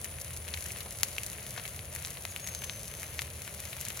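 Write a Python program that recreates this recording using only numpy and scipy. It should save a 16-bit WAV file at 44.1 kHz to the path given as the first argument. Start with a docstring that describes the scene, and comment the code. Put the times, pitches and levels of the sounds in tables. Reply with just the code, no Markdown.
"""A big pile of branches burns on a lawn on a still evening.
Pockets of sap burst as sharp pops over a dense crackle, both scattered by the twigs.
Buried bursts thud, drying wood hisses, steam whistles once from a branch and the flames rumble.
Insects shrill faintly in the grass and something hums far off."""
import sys
import numpy as np
from scipy import signal
from scipy.fft import rfft, irfft, next_fast_len
from scipy.io import wavfile

SR = 44100
rng = np.random.default_rng(int(sys.argv[2]) if len(sys.argv) > 2 else 0)


def log_audio(samples):
    """Write samples as a 16-bit WAV file to the path given in sys.argv[1]."""
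    # one column per channel
    frames = np.atleast_2d(samples).T
    # limit to full scale, then quantise
    limited = np.clip(frames, -1, 1)
    pcm = np.round(limited * 32767).astype(np.int16)
    wavfile.write(sys.argv[1], SR, pcm)


N = 176400
TIME = np.arange(N) / SR


def pops(snap_hz=4600, gain_db=1.5):
    """Each bursting sap pocket gives one pressure pulse: a short wood knock and a bright snap."""
    # Each row: start in seconds, knock gain in dB, knock pitch in Hz, knock Q, snap gain in dB,
    # twig scatter in dB re the direct sound.
    sap_bursts = [(0.0444, -5, 3500, 0.81, -0.5, 0), (0.056, 0, 2120, 2, -29, -19),
                  (0.1857, -2.5, 2330, 1.4, -16, -18), (0.2136, -29, 2130, 2.5, -7.5, -18),
                  (0.2187, -27, 2360, 0.9, -10, -12), (0.2774, -23, 2710, 0.8, -22, -14),
                  (0.3067, -5.5, 2700, 0.85, -11, -7), (0.48, -5.5, 3000, 0.47, -11, -2),
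                  (0.4864, -6, 3120, 0.68, -7, -3), (0.5394, 6.5, 3900, 1.6, -18, -4.5),
                  (0.5429, 2.5, 2390, 1.3, -5, -4), (0.5739, 1, 2250, 1.7, -8, -3),
                  (0.6243, -11, 1900, 1.8, -9, 2), (0.658, -8, 2050, 0.85, -17, 6.5),
                  (0.664, -18, 2470, 1.1, -15, -10), (0.7057, 1, 2510, 1.6, -13, -7),
                  (0.7616, -3, 2070, 0.67, -18, -13), (0.8055, -7.5, 3620, 0.74, -11, 7),
                  (1.0072, -8, 2140, 1.6, -12, 5), (1.0328, 11.5, 4160, 0.58, 13.5, -7.5),
                  (1.1567, -24, 9900, 0.5, -28, -7), (1.1656, -7.5, 3050, 0.32, -18, -11),
                  (1.1825, 14.5, 2610, 2.35, -4.5, -7), (1.234, 1.5, 2820, 2.5, -1.5, -5),
                  (1.264, -11, 2520, 1.9, -4, 0), (1.3312, -9.5, 3100, 0.9, -10.5, 5.5),
                  (1.384, -2.5, 2270, 1.3, -18, -4), (1.466, -5, 3400, 0.78, -6, -10),
                  (1.5637, -2, 1910, 1.2, -11.5, -4), (1.5978, -2.5, 2440, 0.6, -18, -10),
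                  (1.6528, -2, 2510, 1.3, -17, 8), (1.6782, -10, 4000, 0.7, -7, -2),
                  (1.7922, -1, 3060, 1.06, -17, -14), (1.9373, -21, 1720, 0.9, -12, -14),
                  (1.9509, -3.5, 2650, 0.74, -3.5, -3), (1.9618, 2, 2100, 1.4, -4, -9),
                  (2.0492, 2.5, 3580, 0.71, -28, -9), (2.0617, -6.5, 9350, 1.6, -18, -4),
                  (2.0723, -9, 2910, 0.5, -8, -1), (2.1115, -13, 2940, 1.2, -20, -14),
                  (2.1716, -5, 3180, 0.78, -12, -2), (2.2523, 3, 2850, 0.46, -1, -10),
                  (2.3625, 7, 2820, 1.36, -3.5, -10), (2.4667, -2, 2130, 2.6, -11, -8),
                  (2.4737, -3.5, 5300, 0.4, -18, -2.5), (2.487, -7, 2300, 2.4, -12, 7),
                  (2.549, -7, 5060, 0.43, -5, -0.5), (2.6201, -3, 2200, 0.85, -12, -1),
                  (2.6381, 1.5, 2480, 1.25, -16, -2), (2.6416, -7.5, 1930, 1.9, -7.5, 5),
                  (2.6966, 6, 2850, 0.89, -38, -12), (2.9395, -5, 3070, 0.69, -8, -16),
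                  (3.0315, 2, 2240, 1.5, -6.5, -5), (3.1921, 9, 2550, 0.87, -41, -5.5),
                  (3.2193, 0.5, 3270, 0.5, -1, -6), (3.4195, -3, 2560, 4.2, -8, 0),
                  (3.4772, 0, 2250, 0.82, -8, -3), (3.601, -7, 2550, 1.5, -13, -4),
                  (3.7298, -4.5, 3030, 0.95, -13, 6), (3.7671, -8, 2380, 0.38, -7, -4),
                  (3.812, -4, 3000, 1.0, -2, -1), (3.8223, -4, 2980, 1.9, -28, -14),
                  (3.853, -18, 2710, 1.7, -23, -9.5), (3.9038, 0.5, 2480, 0.9, -31, -1.5),
                  (3.9731, -4.5, 1310, 1.4, -4.5, -6), (3.9941, 1.5, 2360, 1.5, -16, -2)]
    out = np.zeros((2, N))
    pulse = signal.unit_impulse(SR // 100)
    snap = signal.lfilter(*signal.butter(2, snap_hz, "high", fs=SR), pulse)
    branch = from_db(-32) * knock(pulse, hz=740, q=0.3)  # faint low answer of the branch
    for start_s, knock_db, hz, q, snap_db, scatter_db in sap_bursts:
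        wood = knock(pulse, hz, q) - branch
        burst = from_db(knock_db) * wood + from_db(snap_db) * snap
        add(out, start_s, through_twigs(burst, scatter_db))
    return from_db(gain_db) * out


def crackle(pitches=10, max_size=3.3, pan_spread_db=1):
    """Small bursts of random size and place, thicker when the fire flares."""
    # Each row: base rate per second, base gain in dB, dB added per unit of size,
    # lowest pitch in Hz, highest pitch in Hz, Q.
    bands = [ (203.5, -18.5, 3.5, 2220, 2470, 1.23), (327, -27.5, 3.5, 4700, 12200, 0.63),
             (120, -20, 4.7, 11500, 16000, .85), ]
    out = np.zeros((2, N))
    flare = from_db(2.5 * drift(rate_hz=5.6))
    for per_s, base_db, spread_db, low_hz, high_hz, q in bands:
        for hz in np.geomspace(low_hz, high_hz, pitches):
            onsets = np.flatnonzero(rng.random(N) < per_s / pitches * flare / SR)
            size = np.minimum(rng.exponential(1, N)[onsets], max_size)
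            side_db = pan_spread_db * rng.standard_normal(N)[onsets]
            clicks = np.zeros((2, N))
            clicks[:, onsets] = from_db(base_db + spread_db * size) * pan(side_db / 2)
            out += through_twigs(knock(clicks, hz, q), scatter_db=-6)
    return out


def thuds():
    """Bursts buried in the pile come out dull and smeared."""
    # Each row: start in seconds, gain in dB, pitch in Hz, Q.
    buried_bursts = [(0.8583, -1.5, 920, 0.44), (1.5763, 5, 1830, 0.47)]
    out = np.zeros(N)
    for start_s, db, hz, q in buried_bursts:
        smear = dying_noise(t60_s=0.057)[0]
        add(out, start_s, from_db(db) * knock(smear, hz, q))
    return out


def hiss(flicker_db=0.5):
    """Drying wood sizzles with a fast flicker."""
    # Each row: frequency in Hz, noise gain in dB.
    spectrum = [(400, -110), (1000, -86.5), (2400, -80.5), (3600, -84.5), (5200, -90), (8000, -88.5),
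                (12000, -83.5), (15000, -82.5)]
    sizzle = shaped(stereo_noise(correlation=0.35), spectrum)
    return sizzle * from_db(flicker_db * drift(rate_hz=140))


def whistle(jitter_hz=17.4, flutter_db=1.0):
    """Steam escapes from a crack, its pitch sinking with the pressure."""
    # Each row: time in seconds, pitch in Hz, level in dB.
    contour = [(2.26, 6790, -76), (2.307, 6690, -47), (2.37, 6630, -75), (2.441, 6540, -45.5),
               (2.559, 6330, -51.5), (2.738, 6190, -52.5), (2.785, 6120, -53), (2.82, 6140, -62),
               (2.98, 6240, -55), (3.04, 6240, -62), (3.16, 6170, -60), (3.28, 6140, -78)]
    times_s, hz, db = np.transpose(contour)
    pitch_hz = np.interp(TIME, times_s, hz) + jitter_hz * drift(rate_hz=53.5)
    level_db = np.interp(TIME, times_s, db, left=-140, right=-140) + flutter_db * drift(rate_hz=33)
    tone = np.sqrt(2) * np.sin(2 * np.pi * np.cumsum(pitch_hz) / SR)
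    return from_db(level_db) * tone * pan(left_db=1.5)


def roar(side_db=-16):
    """Low rumble of the rising gas, nearly alike on both sides."""
    # Each row: frequency in Hz, noise gain in dB.
    spectrum = [(20, -100), (30, -104), (50, -73), (70, -68.5), (125, -68.5), (165, -75.5), (200, -77.5),
                (260, -88), (400, -83.5), (620, -80), (820, -90), (1100, -92), (1700, -97), (4000, -112)]
    noise = stereo_noise(correlation=1) + from_db(side_db) * stereo_noise(correlation=0)
    return shaped(noise, spectrum)


def insects():
    """Two far choruses blur into narrow bands; one fades, the other holds nearly steady."""
    # Each row: pitch in Hz, width in Hz, starting level in dB, final level in dB.
    choruses = [(9930, 130, -49, -58), (10220, 380, -52, -52.5)]
    out = np.zeros((2, N))
    for hz, width_hz, start_db, end_db in choruses:
        shrill = np.array([narrow_noise(hz, width_hz), narrow_noise(hz, width_hz)])
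        out += from_db(np.linspace(start_db, end_db, N)) * shrill
    return out * pan(left_db=1)


def hum(level_db=-53.5):
    """A low, wavering tone far off."""
    return from_db(level_db) * narrow_noise(hz=80.5, width_hz=1.54)


def knock(x, hz, q):
    """Heavily damped wood: one broad resonance applied twice."""
    limit_hz = 0.4 * SR  # caps pitch and bandwidth
    hz = min(hz, limit_hz)
    b, a = signal.iirpeak(hz, max(q, hz / limit_hz), fs=SR)
    return signal.lfilter(b, a, signal.lfilter(b, a, x + 1e-18))


def through_twigs(burst, scatter_db):
    """The direct sound, then a short tail from the tangle of twigs."""
    paths = from_db(scatter_db) * dying_noise(t60_s=0.045)
    paths[:, 0] += 1
    return signal.fftconvolve(np.atleast_2d(burst), paths, axes=1)[:, :N]


def across_lawn(fire, trees_db=-18, right_lag_s=28e-6):
    """The trees add a faint tail; the right side hears the fire later and mostly weaker."""
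    # Colour of the fire at the listener. Each row: frequency in Hz, gain in dB.
    colour = [(1000, -2.5), (5200, -7.5), (6300, -1), (6850, -4), (7300, -3), (8100, -10.5), (9200, -8),
              (10300, -2.5), (11000, -6), (12100, -5.5), (14100, -12), (15000, -12.5)]
    # Right side against left. Each row: frequency in Hz, gain in dB.
    right_colour = [(700, 4), (1500, -11.5), (2200, -5), (3200, -9), (4200, 1), (6200, -6.5), (7200, -5.5),
                    (8100, -7), (9300, -3), (11500, -2), (15000, -0.5)]
    trees = dying_noise(t60_s=0.95, size=20000)
    tail = from_db(trees_db) * signal.fftconvolve(fire, trees, axes=1)[:, :N]
    left, right = shaped(fire + tail, colour)
    right = shaped(right, right_colour)
    delay = np.exp(-2j * np.pi * np.arange(N // 2 + 1) * SR / N * right_lag_s)
    return np.array([left, irfft(rfft(right) * delay, N)])


def from_db(db):
    """Decibels to gain."""
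    return 10 ** (np.asarray(db) / 20)


def pan(left_db):
    """Channel gains: left up by left_db, right down as much."""
    return from_db(left_db * np.array([[1], [-1]]))


def drift(rate_hz):
    """Smooth random wander, standard deviation 1."""
    step, settle = 20, 4000
    pole = np.exp(-2 * np.pi * rate_hz * step / SR)
    noise = rng.standard_normal(N // step + settle + 2)
    slow = signal.lfilter([1], [1, -2 * pole, pole * pole], noise)[settle:]
    return np.interp(np.arange(N) / step, np.arange(len(slow)), slow / slow.std())


def shaped(x, points):
    """Minimum-phase filter through (Hz, dB) points."""
    size = 2 * next_fast_len(N)
    hz, db = np.transpose(points)
    bins_hz = np.arange(size // 2 + 1) * SR / size
    curve_db = np.interp(np.log(bins_hz + 1), np.log(hz), db)
    cepstrum = irfft(curve_db * np.log(10) / 20)
    cepstrum[1:size // 2] *= 2  # fold onto positive time
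    cepstrum[size // 2 + 1:] = 0
    return irfft(rfft(x, size) * np.exp(rfft(cepstrum)))[..., :N]


def stereo_noise(correlation):
    """Stereo white noise, 0 dB per Hz."""
    shared = np.sqrt(correlation) * rng.standard_normal(N)
    separate = np.sqrt(1 - correlation) * rng.standard_normal((2, N))
    return (shared + separate) * np.sqrt(SR / 2)


def narrow_noise(hz, width_hz):
    """A tone of wandering strength and phase, rms 1."""
    phase = 2 * np.pi * hz * TIME
    return drift(width_hz) * np.cos(phase) + drift(width_hz) * np.sin(phase)


def dying_noise(t60_s, size=4096):
    """Decaying stereo noise, energy 1 a side."""
    tail = rng.standard_normal((2, size)) * from_db(-60 * TIME[:size] / t60_s)
    return tail / np.sqrt(np.sum(tail ** 2, axis=1, keepdims=True))


def add(out, start_s, sound):
    """Mix sound into out at start_s."""
    start = int(round(start_s * SR))
    part = sound[..., :max(N - start, 0)]
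    out[..., start:start + part.shape[-1]] += part


def scene():
    """The fire, the insects and a far hum."""
    # Vigour of the crackle and hiss. Each row: time in seconds, gain in dB.
    vigour_points = [(0, -1), (.42, -1), (.55, 0), (.8, 1.5), (.93, -2.5), (1.1, 1.9), (1.45, -.5),
                     (1.65, 2.6), (1.88, -2.2), (2.0, 0.7), (2.55, 0.7), (2.85, -1.5), (3.05, 2.8),
                     (3.3, -1.2), (3.55, 0.1), (4.0, 2.5)]
    vigour = from_db(np.interp(TIME, *np.transpose(vigour_points)))
    fire = pops() + thuds() + vigour * (crackle() + hiss())
    far_hum = hum()
    return across_lawn(fire) + roar() + whistle() + insects() + far_hum


def record(dry, ceiling=1.3, cutoff_hz=15900):
    """Soft clipping rounds the tallest peaks; a steep low-pass cuts the top."""
    rounded = ceiling * np.tanh(dry / ceiling)
    lowpass = signal.ellip(10, 0.1, 70, cutoff_hz, fs=SR, output="sos")
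    return signal.sosfilt(lowpass, rounded)


dry = scene()
out = record(dry)
log_audio(out)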